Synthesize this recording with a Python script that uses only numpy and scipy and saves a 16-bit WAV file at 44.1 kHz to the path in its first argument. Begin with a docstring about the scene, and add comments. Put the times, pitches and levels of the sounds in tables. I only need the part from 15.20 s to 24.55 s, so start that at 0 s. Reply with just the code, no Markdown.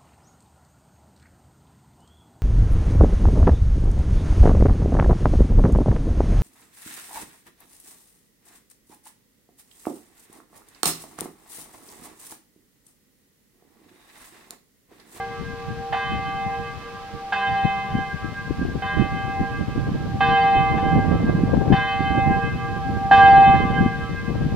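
"""A large church bell swings in a belfry across a mountain valley, struck by its iron clapper.
Each stroke clangs and sets the bronze ringing. The swing bends the partials up and down, and
walls and wooded slopes send them back late, so that they beat. Gusts rumble, flutter and
thump on the two ports of the microphone, over the even hiss of the valley."""
import sys
import numpy as np
from scipy import signal
from scipy.fft import rfft, irfft, next_fast_len
from scipy.io import wavfile
from scipy.ndimage import uniform_filter1d, minimum_filter1d

SR = 44100
rng = np.random.default_rng(int(sys.argv[2]) if len(sys.argv) > 2 else 0)


def store_wav(level_fs):
    """Save 16-bit WAV to argv[1]."""
    pcm = np.round(np.clip(np.atleast_2d(level_fs), -1, 1) * 32767)
    wavfile.write(sys.argv[1], SR, pcm.T.astype(np.int16))


N = 412335
TIME = np.arange(N) / SR
STEP, LEAD, SPAN = 50, 3 * SR, 576000   # samples
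SLOW_TIME = np.arange(-LEAD, SPAN - LEAD, STEP) / SR   # envelope clock, with pre-roll for the echoes
SWING_S, SWING_START_S, FASTEST_AWAY_S = 2.895, .725, .3
NOMINAL = 1   # its row among the leading partials


# The body of the bell, from the hum upwards: pitch_hz, level_db, t60_s
BODY_PARTIALS = [(198, -50, 14), (391, -53, 6), (613, -50, 5), (1020, -36, 2.5), (1037, -42, 4.5),
                 (1307, -51, 8), (1510, -42.5, 2.0), (1680, -53, 2.5), (1759, -51, 2), (1778, -51, 2),
                 (1867, -41.5, 1.7), (2080, -31, 2.4), (2250, -57, 2), (2347, -57, 2), (2573, -33, 2.2),
                 (2740, -51, 1.8), (2891, -52, 2), (3076, -33.5, 1.6), (3311, -53, 1.5), (3359, -54, 1.5),
                 (3582, -41.5, 1.25), (3618, -54, 1.4), (3741, -57, 1.4), (3892, -58, 1.4),
                 (4075, -48.5, 1.3), (4420, -63, 1.2), (4581, -51.5, 1.2), (5080, -60, 1), (5550, -61, 1)]

def bell():
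    """The modes of the bronze ring across the valley: a dense body under four leading partials."""
    body = [(hz, from_db(db) * across_valley(ringing(hz, t60), hz)) for hz, db, t60 in BODY_PARTIALS]
    return tone([(hz, envelope * at_ports(hz)) for hz, envelope in body + leading_partials()])


# Clapper strokes: start_s, body_db, brightness_db_per_octave, clang_db, decay_factor,
# tierce_db, nominal_db, twelfth_db, upper_octave_db
STROKES = [(-0.78, 0.0, 0.0, -30.0, 1.14, -34.5, -27.6, -34.5, -31.4),
           (0.725, -2.0, -0.5, -21.5, 0.95, -38.2, -27.8, -31.7, -35.7),
           (2.123, 1.0, -0.5, -20.0, 1.22, -45.4, -31.3, -36.1, -28.3),
           (3.622, -2.2, -2.6, -40.0, 1.07, -42.7, -29.7, -34.6, -32.7),
           (5.006, 4.5, 0.7, -25.5, 0.87, -33.6, -24.1, -27.5, -24.7),
           (6.523, 2.0, -1.1, -22.5, 1.59, -37.7, -23.5, -33.1, -30.9),
           (7.912, 6.5, 1.2, -15.0, 0.54, -33.6, -15.0, -22.0, -15.9)]

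def ringing(hz, t60, bloom_db=4.5, bloom_s=.07, decay_exponent=.3):
    """Envelope of a body partial: each stroke adds energy; the top blooms as the mouth swings into view."""
    octaves, power = np.log2(hz / 1500), 0
    for start, db, brightness, _, decay_factor, *_ in STROKES:
        age = SLOW_TIME - start
        hidden_db = bloom_db * np.clip(2 * octaves, 0, 1) * np.exp(-np.maximum(age, 0) / bloom_s)
        tail = decay(age, t60 * decay_factor ** decay_exponent)
        power = power + (from_db(db + brightness * octaves - hidden_db) * tail) ** 2
    return np.sqrt(power)


# Tierce, nominal, twelfth and upper octave: pitch_hz, t60_s, echo_db, twin_db, twin_gap_hz
LEADING_PARTIALS = [(466, 13.4, -4, -18, 3.4), (784, 6.2, -8, -20, 4.3), (1173, 5.0, 0, -9, 4.6),
                    (1610, 5.2, 0, -6, 12)]

def leading_partials(steady_s=1.9, twin_rise_s=.6):
    """The voice of the bell: steady after a stroke, then beating as it fades."""
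    age = np.min([np.where(SLOW_TIME >= s, SLOW_TIME - s, np.inf) for s, *_ in STROKES], axis=0)
    partials = []
    for k, (hz, t60, echo_db, twin_db, gap_hz) in enumerate(LEADING_PARTIALS):
        arrival = across_valley(np.ones(len(SLOW_TIME)), hz, echo_db=echo_db)
        level = np.sqrt(uniform_filter1d(np.mean(np.abs(arrival) ** 2, axis=0), size=130) + 1e-9)
        steadied = arrival / level ** hump(age, steady_s)
        # the bell is not quite round: a twin mode just below makes the tail beat
        twin = from_db(twin_db) * (1 - np.exp(-age / twin_rise_s))
        beating = 1 + twin * np.exp(-2j * np.pi * gap_hz * SLOW_TIME + 1j * drift(2))
        envelope = leading_decay(k, t60) * mouth_sweep(k) * beating * steadied
        partials.append((hz, envelope * echo_nulls() if k == NOMINAL else envelope))
    return partials


# The clapper falls back lightly on the rim: start_s, clang_db, nominal_step_db
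REBOUNDS = [(2.70, -41, -.9), (5.574, -28.5, 2.6), (8.339, -27, -6.6)]

def leading_decay(k, t60, contact_s=.05, punch_db=5.0, punch_s=.035, hard_clang_db=-17.0):
    """Each stroke retriggers partial k. Hard blows punch the nominal; rebounds feed or check it."""
    level_db = np.full(len(SLOW_TIME), -np.inf)
    ends = [start for start, *_ in STROKES[1:]] + [np.inf]
    for (start, _, _, clang_db, decay_factor, *leading_db), end in zip(STROKES, ends):
        age = SLOW_TIME - start
        ring_db = leading_db[k] - 60 * age / (t60 * decay_factor)
        if k == NOMINAL:
            ring_db += punch_db * from_db(clang_db - hard_clang_db) * hump(age, punch_s)
            for rebound_s, _, step_db in REBOUNDS:
                if start < rebound_s < end:
                    ring_db += step_db * np.clip((SLOW_TIME - rebound_s) / contact_s, 0, 1)
        level_db = np.where(age >= 0, ring_db, level_db)
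    return from_db(level_db)


# Swells and dips of each leading partial within a swing: centre_s, half_width_s, gain_db
TIERCE_LOBES = [(.34, .19, -5), (.67, .08, 5), (.82, .04, -7), (.93, .05, 3), (1.06, .04, -5),
                (1.23, .06, 6), (1.35, .04, -8), (1.53, .09, 4.5)]
NOMINAL_LOBES = [(.12, .06, -5), (.58, .13, 6.8), (.87, .15, -5), (1.33, .05, 5), (1.69, .25, 11.3),
                 (2.1, .11, 6), (2.47, .12, -6), (2.85, .1, 7)]
TWELFTH_LOBES = [(0.08, 0.1, -3.8), (0.58, 0.05, -6.0), (0.85, 0.05, 5.29), (1.72, 0.04, -4.96),
                 (1.9, 0.11, 4.69)]
UPPER_LOBES = [(0.1, 0.09, 3.51), (0.22, 0.03, -3.54), (0.72, 0.11, 4.8), (1.92, 0.24, -7.67),
               (2.08, 0.04, 7.5)]

def mouth_sweep(k):
    """The turning mouth sweeps the lobes of partial k past the listener, alike in every swing."""
    gain_db = 0
    for centre, half_width, db in (TIERCE_LOBES, NOMINAL_LOBES, TWELFTH_LOBES, UPPER_LOBES)[k]:
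        offset = (SLOW_TIME - SWING_START_S - centre + SWING_S / 2) % SWING_S - SWING_S / 2
        gain_db = gain_db + db * hump(offset, half_width)
    return from_db(gain_db)


# Brief dropouts of the nominal: centre_s, half_width_s
NULLS = [(.25, .09), (1.64, .09), (2.96, .04), (3.52, .09), (4.39, .025), (4.74, .04), (6.08, .09),
         (7.33, .07), (9.0, .05)]

def echo_nulls():
    """An echo cancels the nominal for a moment, and it comes back with its polarity flipped."""
    return np.prod([np.tanh((SLOW_TIME - centre) / half_width) for centre, half_width in NULLS], axis=0)


def across_valley(envelope, hz, throw_m=.85, echo_db=-2.0, echo_t60=3.2, spread_rad_per_khz=.16,
                  shimmer_db_per_khz=.6, echoes=30):
    """A partial arrives directly and off many slopes, each path with its own Doppler bend."""
    khz = hz / 1000
    travel_m = throw_m * np.sin(2 * np.pi * (SLOW_TIME - FASTEST_AWAY_S) / SWING_S)
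    bend = np.exp(-1j * np.pi * hz * travel_m / 343)
    views = [envelope * v for v in (bend ** 2, bend, 1, bend.conj(), bend.conj() ** 2)]   # front to back
    delays = .02 + 1.5 * ((np.arange(echoes) + rng.random(echoes)) / echoes) ** 1.5
    gains = from_db(echo_db) * rms_one(decay(delays, echo_t60)) / np.sqrt(echoes)
    out = np.array([views[1], views[1]])   # the direct path sees the swing at a slant
    for k, (delay, gain) in enumerate(zip(delays, gains)):
        # echoes from the side reach the two ports out of step
        phase = 2 * np.pi * rng.random() + np.array([[1], [-1]]) * rng.normal() * spread_rad_per_khz * khz
        lag = int(delay * SR / STEP)
        out[:, lag:] += gain * np.exp(1j * phase) * views[k % len(views)][:-lag]
    out *= from_db(shimmer_db_per_khz * khz * drift(22))   # gusty air makes the highs twinkle
    return rms_one(out) * np.sqrt(np.mean(envelope ** 2))


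def at_ports(hz, pan_db_per_octave=-2.2, lag_rad=.38, lag_rad_per_khz=.06):
    """The bell stands to the right: the left port hears each partial later, and the high ones weaker."""
    lag = lag_rad + lag_rad_per_khz * hz / 1000
    gains = panned(pan_db_per_octave * np.clip(np.log2(hz / 780), 0, 1.3))
    return gains * np.exp(1j * lag * np.array([[-.5], [.5]]))


# Colour of the clang and of its wash among the belfry walls: frequency_hz, density_db
CLANG_EQ = [(300, -45), (620, -25), (785, 0), (950, -19), (1350, -21), (1630, -8.5), (2300, -25),
            (3100, -25), (4500, -40), (8000, -58), (15000, -85)]
WASH_EQ = [(300, -25), (750, 0), (1250, -6), (1750, -1), (2400, -9), (3200, -7), (4200, -12), (6000, -19),
           (9000, -33), (15000, -55)]

def clapper(clang_t60=.18, attack_s=.006, wash_db=-21.5, wash_t60=1.2):
    """Iron on bronze gives a dense, quickly damped clang that lingers in the belfry as a brighter wash."""
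    contacts = [(s, db) for s, _, _, db, *_ in STROKES] + [(s, db) for s, db, _ in REBOUNDS]
    clang, wash = 0, 0
    for start, db in contacts:
        age = SLOW_TIME - start
        attack = from_db(db) * np.clip(age / attack_s, 0, 1)
        clang = clang + attack * decay(age, clang_t60)
        wash = wash + attack * from_db(wash_db) * decay(age, wash_t60)
    direct = audio_rate(clang) * noise(CLANG_EQ, [(800, .98), (5000, .7)])
    reverb = audio_rate(wash) * noise(WASH_EQ, [(800, .9), (5000, .4)])
    return (direct + reverb) * panned(-1.5)


# Colour of the three wind layers: frequency_hz, density_db
RUMBLE_EQ = [(15, -20), (30, -11), (60, -1.5), (110, 1.5), (170, 0), (250, -11), (400, -30), (800, -55),
             (8000, -120)]
FLUTTER_EQ = [(70, -25), (140, -5), (220, 0), (320, -3), (450, -14), (700, -27), (1200, -41), (3000, -58),
              (12000, -100)]
CRACKLE_EQ = [(200, -15), (450, 0), (750, -5), (1200, -18), (2400, -35), (5000, -58), (12000, -90)]

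def wind(reference_db=-25, build_s=.25):
    """Turbulence hits each port in lumps; a stronger flow flutters more, and a lasting one crackles."""
    excess_db = airflow_db() - reference_db
    lasting_db = uniform_filter1d(excess_db, size=int(build_s * SR))
    lumps = np.minimum(stereo_drift(26), 2)

    def layer(eq, level_db, lumps_db):
        return from_db(level_db) * rms_one(noise(eq) * from_db(lumps_db * lumps))

    rumble = layer(RUMBLE_EQ, level_db=-27 + .9 * excess_db, lumps_db=3.3)
    flutter = layer(FLUTTER_EQ, level_db=-32 + 1.3 * excess_db, lumps_db=6.2)
    crackle = layer(CRACKLE_EQ, level_db=-44 + 1.9 * lasting_db, lumps_db=6.5)
    return rumble + flutter + crackle


# The slow rise and fall of the wind: time_s, strength_db, pan_db
WIND_CURVE = [(0.0, -38.0, 9.0), (0.7, -45.0, 9.0), (1.05, -32.0, 3.0), (1.7, -47.0, 8.0),
              (2.1, -51.0, -9.0), (2.65, -36.0, 1.0), (3.2, -35.0, 6.0), (4.05, -32.0, -0.0),
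              (4.65, -24.0, -2.0), (5.25, -27.0, -2.0), (5.8, -18.0, -5.0), (6.35, -21.0, 3.0),
              (6.7, -29.0, -8.0), (7.1, -21.0, -5.0), (7.55, -26.0, -3.0), (8.4, -21.0, -2.0),
              (8.85, -29.0, 2.0), (9.35, -24.0, -1.0)]
# Short gusts on top of it: peak_s, length_s, strength_db, pan_db
GUSTS = [(0.27, 0.16, -32.0, 17.0), (0.507, 0.131, -31.0, 8.0), (0.72, 0.044, -36.0, -10.0),
         (0.946, 0.069, -26.0, -1.0), (1.267, 0.023, -30.0, 12.0), (1.408, 0.039, -32.0, -8.0),
         (1.565, 0.054, -32.0, 18.0), (1.954, 0.033, -34.0, -18.0), (2.32, 0.121, -36.0, -11.0),
         (2.454, 0.03, -23.0, 20.0), (2.774, 0.064, -19.0, 9.0), (2.952, 0.028, -25.0, 20.0),
         (3.05, 0.05, -27.0, 15.0), (3.312, 0.022, -21.0, 19.0), (3.45, 0.147, -22.0, -1.0),
         (3.567, 0.05, -24.0, 13.0), (3.8, 0.076, -19.0, -14.0), (3.927, 0.046, -24.0, -6.0),
         (4.209, 0.038, -22.0, 1.0), (4.605, 0.047, -19.0, -14.0), (5.105, 0.059, -24.0, 9.0),
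         (5.903, 0.069, -18.0, -14.0), (6.215, 0.099, -16.0, -12.0), (6.391, 0.092, -18.0, 4.0),
         (6.526, 0.052, -15.0, 6.0), (7.108, 0.043, -20.0, 3.0), (8.639, 0.067, -17.0, 5.0),
         (9.233, 0.092, -24.0, 8.0)]

def airflow_db(wander_db=1.3, wander_hz=8):
    """Strength of the air stream at each port: an unsteady wind plus its gusts."""
    times, *curves = np.transpose(WIND_CURVE)
    wind_db, pan_db = [np.interp(TIME, times, curve) for curve in curves]
    power = (from_db(wind_db + wander_db * stereo_drift(wander_hz)) * panned(pan_db)) ** 2
    for peak_s, length, db, gust_pan_db in GUSTS:
        swell = audio_rate(hump(SLOW_TIME - peak_s, length / 2))
        power += (from_db(db) * panned(gust_pan_db)) ** 2 * swell
    return 10 * np.log10(power)


# Single thumps of wind: time_s, level_db, pan_db
BUFFETS = [(2.451, -13, 21.5), (2.751, -12, 9.0), (2.944, -20, 18.0), (3.306, -13, 16.0),
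           (3.414, -15, -5.5), (3.797, -10, -17), (4.211, -13, 2), (4.576, -13, -14.5), (4.717, -14, -5.0),
           (5.756, -13, -3.0), (5.881, -11, -10.0), (6.041, -9, -3.5), (6.149, -9, -7.0), (6.235, -5, -3.0),
           (6.375, -8, 7.0), (6.502, -8, 4.5), (6.542, -8, 8.0), (6.805, -15, -12), (7.108, -10, 2),
           (8.451, -12, -2.5), (8.586, -13, 5.5), (8.608, -9, 6.0), (8.66, -6, 5.5), (9.263, -11, 8.0)]

def buffets(gain_db=1.0, eddy_hz=215, width_cycles=.75):
    """An eddy bursts on the ports as a pressure swing of a cycle or two."""
    out = np.zeros((2, N))
    for (s, db, pan_db), (octave, phase) in zip(BUFFETS, rng.random((len(BUFFETS), 2))):
        near = slice(int((s - .02) * SR), int((s + .03) * SR))
        cycles = (TIME[near] - s - .003) * eddy_hz * 2 ** (octave - .5)
        pressure = np.sin(2 * np.pi * (cycles + phase)) / np.cosh(2 * cycles / width_cycles)
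        out[:, near] += from_db(db + gain_db) * panned(pan_db) * pressure
    return out


# Colour of the background hiss: frequency_hz, density_db
VALLEY_EQ = [(40, 3), (200, 4), (400, 1), (800, -2), (1500, -4.5), (3000, -7), (4200, -9), (5500, -13.5),
             (7500, -20.5), (10000, -25.5), (15500, -29.5)]
# Its stereo image, wider in the highs: frequency_hz, correlation
VALLEY_IMAGE = [(100, .7), (1000, .55), (3000, .25), (7000, -.2), (14000, .1)]

def valley(level_db=-44.0, pan_db=-.8):
    """Distant trees and water merge into an even bed of hiss."""
    return from_db(level_db) * noise(VALLEY_EQ, VALLEY_IMAGE) * panned(pan_db)


def tone(partials):
    """Shift each complex envelope up to its pitch and sum them; height 1 gives rms 1."""
    size = len(SLOW_TIME)
    spectrum = np.zeros((2, SPAN // 2 + 1), complex)
    offsets = np.arange(size) - size // 2
    soften = np.hanning(size)   # attacks take a few milliseconds
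    for hz, envelope in partials:
        sidebands = soften * np.fft.fftshift(np.fft.fft(envelope), axes=1)
        spectrum[:, np.abs(round(hz * SPAN / SR) + offsets)] += sidebands
    return irfft(spectrum, SPAN)[:, LEAD:LEAD + N] * STEP / np.sqrt(2)


def noise(eq, image=None):
    """Stereo noise of a given colour and left-right correlation; rms 1."""
    size = next_fast_len(N, real=True)
    hz = np.arange(size // 2 + 1) * SR / size
    mid, side = rfft(rng.standard_normal((2, size))) * from_db(at_hz(eq, hz))
    correlation = at_hz(image, hz) if image else 0
    mid, side = mid * np.sqrt(1 + correlation), side * np.sqrt(1 - correlation)
    return rms_one(irfft([mid + side, mid - side], size)[:, :N])


def drift(rate_hz):
    """Slow random modulation of rms 1 on the envelope clock."""
    pole = np.exp(-2 * np.pi * rate_hz * STEP / SR)
    return rms_one(signal.lfilter([1], [1, -2 * pole, pole * pole], rng.standard_normal(len(SLOW_TIME))))


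def stereo_drift(rate_hz):
    """A separate drift for each side, at audio rate."""
    return np.array([audio_rate(drift(rate_hz)) for _ in range(2)])


def audio_rate(envelope):
    """From the envelope clock to every sample."""
    return np.interp(TIME, SLOW_TIME, envelope)


def decay(age, t60):
    """Zero before a hit, then an exponential fall."""
    return (age >= 0) * from_db(-60 * np.maximum(age, 0) / t60)


def hump(offset, half_width):
    """A smooth rise and fall of height 1."""
    return np.exp(-(offset / half_width) ** 2)


def at_hz(points, hz):
    """Read a table on a log-frequency axis."""
    frequencies, values = np.transpose(points)
    return np.interp(np.log(hz + 1e-9), np.log(frequencies), values)


def panned(pan_db):
    """Constant-power gains; pan_db is left minus right."""
    gains = from_db(np.array([[.5], [-.5]]) * pan_db)
    return gains / np.sqrt(np.mean(gains ** 2, axis=0))


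def from_db(db):
    """Decibels to gain."""
    return 10 ** (np.asarray(db) / 20)


def rms_one(x):
    """Scale to unit rms."""
    return x / np.sqrt(np.mean(np.abs(x) ** 2) + 1e-20)


def scene():
    """The distant bell and the close wind over the valley bed."""
    return bell() + clapper() + wind() + buffets() + valley()


def record(dry):
    """A limiter holds the peaks at full scale and a steep low-pass cuts the top."""
    window, cutoff_hz = SR // 100, 15720
    needed_gain = 1 / np.maximum(np.abs(dry).max(axis=0), 1)
    gain = uniform_filter1d(minimum_filter1d(needed_gain, size=window), size=window)
    return signal.sosfilt(signal.ellip(14, .1, 90, cutoff_hz, fs=SR, output="sos"), gain * dry)


dry = scene()
out = record(dry)
store_wav(out)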